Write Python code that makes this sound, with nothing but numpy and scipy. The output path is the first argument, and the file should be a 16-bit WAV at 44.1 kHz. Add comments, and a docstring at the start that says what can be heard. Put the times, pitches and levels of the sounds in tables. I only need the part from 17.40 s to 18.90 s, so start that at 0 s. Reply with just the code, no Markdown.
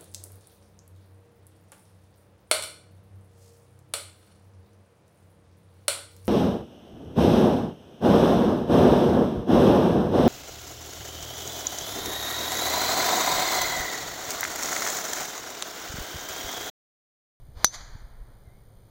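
"""On a golf tee near a line of trees, a driver swishes down and cracks the ball away. The hollow
metal head rings briefly, its pitch bent by the swing, and the trees throw the crack back as an echo.
Light wind buffets the microphone over a soft hiss and a far, low drone. The camera adds a faint
ticking buzz, and a distant bird whistles once."""
import sys
import numpy as np
from scipy import signal
from scipy.fft import rfft, irfft, next_fast_len
from scipy.io import wavfile
from scipy.ndimage import map_coordinates

SR = 44100
rng = np.random.default_rng(int(sys.argv[2]) if len(sys.argv) > 2 else 0)


def generate_wav(signal):
    """Clip the signal to [-1, 1] and save it as 16-bit WAV at the path in sys.argv[1]."""
    frames = np.transpose(np.atleast_2d(signal))
    scaled = np.clip(frames, -1, 1) * 32767
    pcm = np.round(scaled).astype(np.int16)
    wavfile.write(sys.argv[1], SR, pcm)


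N = 66150
T = np.arange(N) / SR
FFT_SIZE = 2 * next_fast_len(N * 2 // 3)
FREQ = np.fft.rfftfreq(FFT_SIZE, 1 / SR)
HIT_S = .24495  # when the club meets the ball


def amp(db):
    """Turn decibels into a plain multiplier."""
    return 10 ** (np.asarray(db) / 20)


def spectrum(points):
    """Join (f/Hz, level/dB) points into one level for every frequency."""
    hz, db = np.transpose(points)
    return np.interp(np.log(FREQ + 1), np.log(hz + 1), db)


def curve(rows, column=1):
    """One value per sample from a table whose first column is time."""
    rows = np.asarray(rows)
    return np.interp(T, rows[:, 0], rows[:, column])


def filtered(x, gain_db):
    """Turn each frequency up or down, so that nothing sounds before its cause (minimum phase)."""
    cepstrum = irfft(np.maximum(gain_db, -120) * np.log(10) / 20, FFT_SIZE)
    cepstrum[1:FFT_SIZE // 2] *= 2
    cepstrum[FFT_SIZE // 2 + 1:] = 0
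    return irfft(rfft(x, FFT_SIZE) * np.exp(rfft(cepstrum)), FFT_SIZE)[:N]


def noise(colour_db):
    """Noise of average strength (rms) 1; its colour is the balance of low and high frequencies."""
    x = irfft(rfft(rng.standard_normal(FFT_SIZE)) * amp(colour_db), FFT_SIZE)[:N]
    return x / np.sqrt(np.mean(x ** 2) + 1e-20)


def at_hit(x):
    """Delay a sound so that it starts at the hit."""
    return np.pad(x, (round(HIT_S * SR), 0))[:N]


def fade(t, t60):
    """Die away by 60 dB every t60 seconds."""
    return np.exp(-np.log(1000) * t / t60)


def wobble(t, rate_hz):
    """A smooth curve through rate_hz random values a second."""
    return map_coordinates(rng.standard_normal(200), [t * rate_hz], mode="mirror")


def wind():
    """Gusts push on the microphone: a rumble with a few single bumps."""
    # strength of the gusts: t/s, level/dB
    gusts = [(0, -49.5), (.18, -41), (.27, -53), (.32, -62), (.37, -41.5), (.5, -44.5), (.62, -44),
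             (.73, -48.5), (.81, -47.5), (1.0, -51), (1.14, -56.5), (1.39, -50), (1.5, -54.5)]
    # colour of the rumble: f/Hz, relative level/dB
    colour = [(10, 0), (30, 7.5), (60, -1.5), (110, -18), (200, -33), (400, -52), (2000, -120)]
    # low bumps of air: t/s, level/dB, f/Hz
    bumps = [(0.092, -37.5, 88), (0.177, -35.5, 65), (.44, -60, 42.5), (0.555, -32, 83.3),
             (.56, -41.5, 190), (0.652, -33, 33.3), (0.819, -30.5, 33.8), (1.077, -38, 66)]
    thuds = sum(-amp(db) * np.cos(2 * np.pi * hz * (T - s)) * np.exp(-(2 * hz * (T - s)) ** 2)
                for s, db, hz in bumps)
    return amp(curve(gusts)) * noise(spectrum(colour)) + thuds


def outdoor_air(drone_hz=111, width_hz=14):
    """The steady hiss of open air, with a far drone made of a narrow band of noise."""
    # colour of the air: f/Hz, relative level/dB
    colour = [(40, -6.5), (150, 0.5), (260, -9.5), (500, -8.5), (1000, -19), (2000, -24.5), (3500, -26.5),
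              (7000, -32.5), (9300, -30.5), (15000, -30)]
    drone = noise(-20 * np.log10(1 + ((FREQ - drone_hz) / width_hz) ** 2))
    return amp(-58.5) * noise(spectrum(colour)) + amp(-58) * drone


def camera_buzz(rate_hz=59.94, first_s=.00327, tick_s=.0005, pitch_hz=9000):
    """One tiny high tick for each picture the camera takes."""
    from_tick = (T - first_s + .5 / rate_hz) % (1 / rate_hz) - .5 / rate_hz
    gate = np.exp(-(2 * from_tick / tick_s) ** 4)
    return amp(-54.5) * gate * np.sin(2 * np.pi * pitch_hz * from_tick)


def swish():
    """The club tears through the air, loudest just before the hit."""
    # strength of the rushing air: t/s, level/dB
    swell = [(.12, -79), (.158, -61.5), (.174, -52), (.21, -48.5), (.243, -45), (.27, -63), (.32, -69),
             (.4, -76.5)]
    # its colour: f/Hz, relative level/dB
    colour = [(100, -13), (300, -5.5), (600, 0), (1200, -7), (3000, -11.5), (5000, -9.5), (7000, -19),
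              (10000, -24.5), (15000, -29)]
    return amp(curve(swell)) * noise(spectrum(colour))


def strike(pitch_ratio, length_s=.15, rise_s=.00012, flutter_hz=118, flutter_db=2, flutter_rad=.34):
    """The blow sets ball and club vibrating. pitch_ratio bends only the ringing tones."""
    # natural tones of ball and head: f/Hz, level/dB, time to fade by 60 dB/s
    tones = [(574, -29.5, .016), (926, -15.5, 0.0044), (2306, -18.5, 0.003), (3282, -22, .014),
             (3713, -39, .1), (4087, -36.5, .11), (4286, -4, 0.0082), (4890, -34.5, 0.1), (5700, -11, .013),
             (6130, -19.5, .1), (6033, -16.5, .135), (6160, -17.5, 0.074), (6500, -15.5, 0.045),
             (7156, -13.5, 0.017), (9550, -26, .04), (10420, -19, .014), (10406, -18, .016),
             (12200, -25.5, .012)]
    # crowded, fast-dying vibrations of face and shaft: f/Hz, relative level/dB
    crack_colour = [(50, -48), (200, -25.5), (700, -10.5), (1500, -9.5), (3000, -6.5), (6000, 7),
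                    (10000, -8), (13000, -6.5), (16000, -14)]
    # the quieter, longer shimmer: f/Hz, relative level/dB
    shimmer_colour = [(300, -16), (2500, -17.5), (4200, 2), (6500, 1), (8000, -5.5), (9500, -10.5),
                      (12000, -18), (15000, -21)]
    # the blow's pulse of pressure: f/Hz, relative level/dB
    blow_colour = [(10, -16.5), (40, -4), (150, -2.5), (400, -6), (1000, -0.5), (1900, -1), (3000, -13.5),
                   (6000, -17), (15000, -35)]
    t = T[T < length_s]
    bent_time = np.cumsum(pitch_ratio * np.ones(N))[:len(t)] / SR
    flutter_onset = np.minimum(t * flutter_hz, 1)
    ring = np.zeros(len(t))
    for hz, db, t60 in tones:
        # The turning head beams each tone unevenly, so it flutters.
        level = amp(db + flutter_db * flutter_onset * wobble(t, flutter_hz))
        phase = 2 * np.pi * hz * bent_time + flutter_rad * flutter_onset * wobble(t, flutter_hz)
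        ring += level * fade(t, t60) * np.sin(phase)
    crack = amp(-6) * fade(t, t60=.013) * noise(spectrum(crack_colour))[:len(t)]
    shimmer = amp(-31) * fade(t, t60=.14) * noise(spectrum(shimmer_colour))[:len(t)]
    blow = -amp(20) * filtered(1. * (T == 0), spectrum(blow_colour))
    vibration = (ring + crack + shimmer) * (1 - np.exp(-t / rise_s))
    return blow + np.pad(vibration, (0, N - len(t)))


def club_hit():
    """The strike from behind the tee: its pitch dips, then rises, as the head swings away and round."""
    # pitch change caused by the head's motion (Doppler effect): t/s, shift/%
    doppler = [(.247, 0), (.26, -2.8), (.27, -2), (.285, 0), (.32, 4.2)]
    times, percent = np.transpose(doppler)
    pitch_ratio = 1 + np.interp(T + HIT_S, times, percent) / 100
    return at_hit(strike(pitch_ratio))


def tree_echo(loss_db_per_s_khz=9):
    """Each group of trunks scatters the strike back at its own pitch; longer paths lose more treble."""
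    # Doppler shift towards each group of trees: pitch ratio
    pitch_ratios = [.98, 1.02, 1.055, 1.08, 1.11, 1.16]
    # strength of the echo after the hit: t/s, relative level/dB
    echo_shape = [(.02, -27.5), (.068, -18.5), (.083, -9.5), (.1, 2.5), (.125, -7.5), (.165, -6.5),
                  (.19, -10.5), (.33, -12), (.42, -16.5), (.7, -17.5), (1.25, -36.5)]
    # its colour: f/Hz, relative level/dB
    colour = [(100, -17.5), (350, -7.5), (700, 1), (1200, -2), (4000, 3.5), (6500, 0), (9000, 0.5),
              (15000, -3)]
    echo = np.zeros(N)
    for pitch_ratio in pitch_ratios:
        reflections = rng.standard_normal(N) * amp(curve(echo_shape))
        hz, t, slices = signal.stft(reflections / np.linalg.norm(reflections), SR, nperseg=256)
        air_loss = amp(-loss_db_per_s_khz * hz[:, None] / 1000 * t)
        dulled = signal.istft(slices * air_loss, SR, nperseg=256)[1][:N]
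        echo += signal.fftconvolve(strike(pitch_ratio), dulled)[:N]
    return amp(-14) * at_hit(filtered(echo, spectrum(colour))) / np.sqrt(len(pitch_ratios))


def bird(waver_share=.014):
    """A far bird whistles one faint, wavering note."""
    # course of the whistle: t/s, f/Hz, level/dB
    note = [(1.03, 2126, -91.5), (1.072, 2085, -68), (1.105, 2060, -71.5), (1.15, 2150, -73),
            (1.22, 2192, -80)]
    singing = (T > note[0][0]) & (T < note[-1][0])
    waver = noise(spectrum([(80, 8), (400, -55)]))
    pitch_hz = curve(note) * (1 + waver_share * waver)
    whistle = np.sqrt(2) * np.sin(2 * np.pi * np.cumsum(pitch_hz) / SR)
    return singing * amp(curve(note, column=2)) * whistle


def scene():
    """All the sounds meet at one microphone."""
    golf = club_hit() + swish() + tree_echo()
    return (golf + wind() + outdoor_air() + camera_buzz() + bird())[None]


def record(dry, top_hz=15450):
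    """The microphone's case weakens some pitches, the crack overloads it, and the top treble is cut."""
    # dips caused by the case: f/Hz, half-width/Hz, depth/dB
    dips = [(2700, 150, 19), (5500, 120, 20), (7850, 320, 16), (10950, 220, 14)]
    dips_db = -sum(depth / (1 + ((FREQ - hz) / width) ** 2) for hz, width, depth in dips)
    overloaded = np.clip(filtered(dry[0], dips_db), -1, 1)
    treble_cut = 1 / (1 + (FREQ / top_hz) ** 120)
    return irfft(rfft(overloaded, FFT_SIZE) * treble_cut, FFT_SIZE)[None, :N]


dry = scene()
out = record(dry)
generate_wav(out)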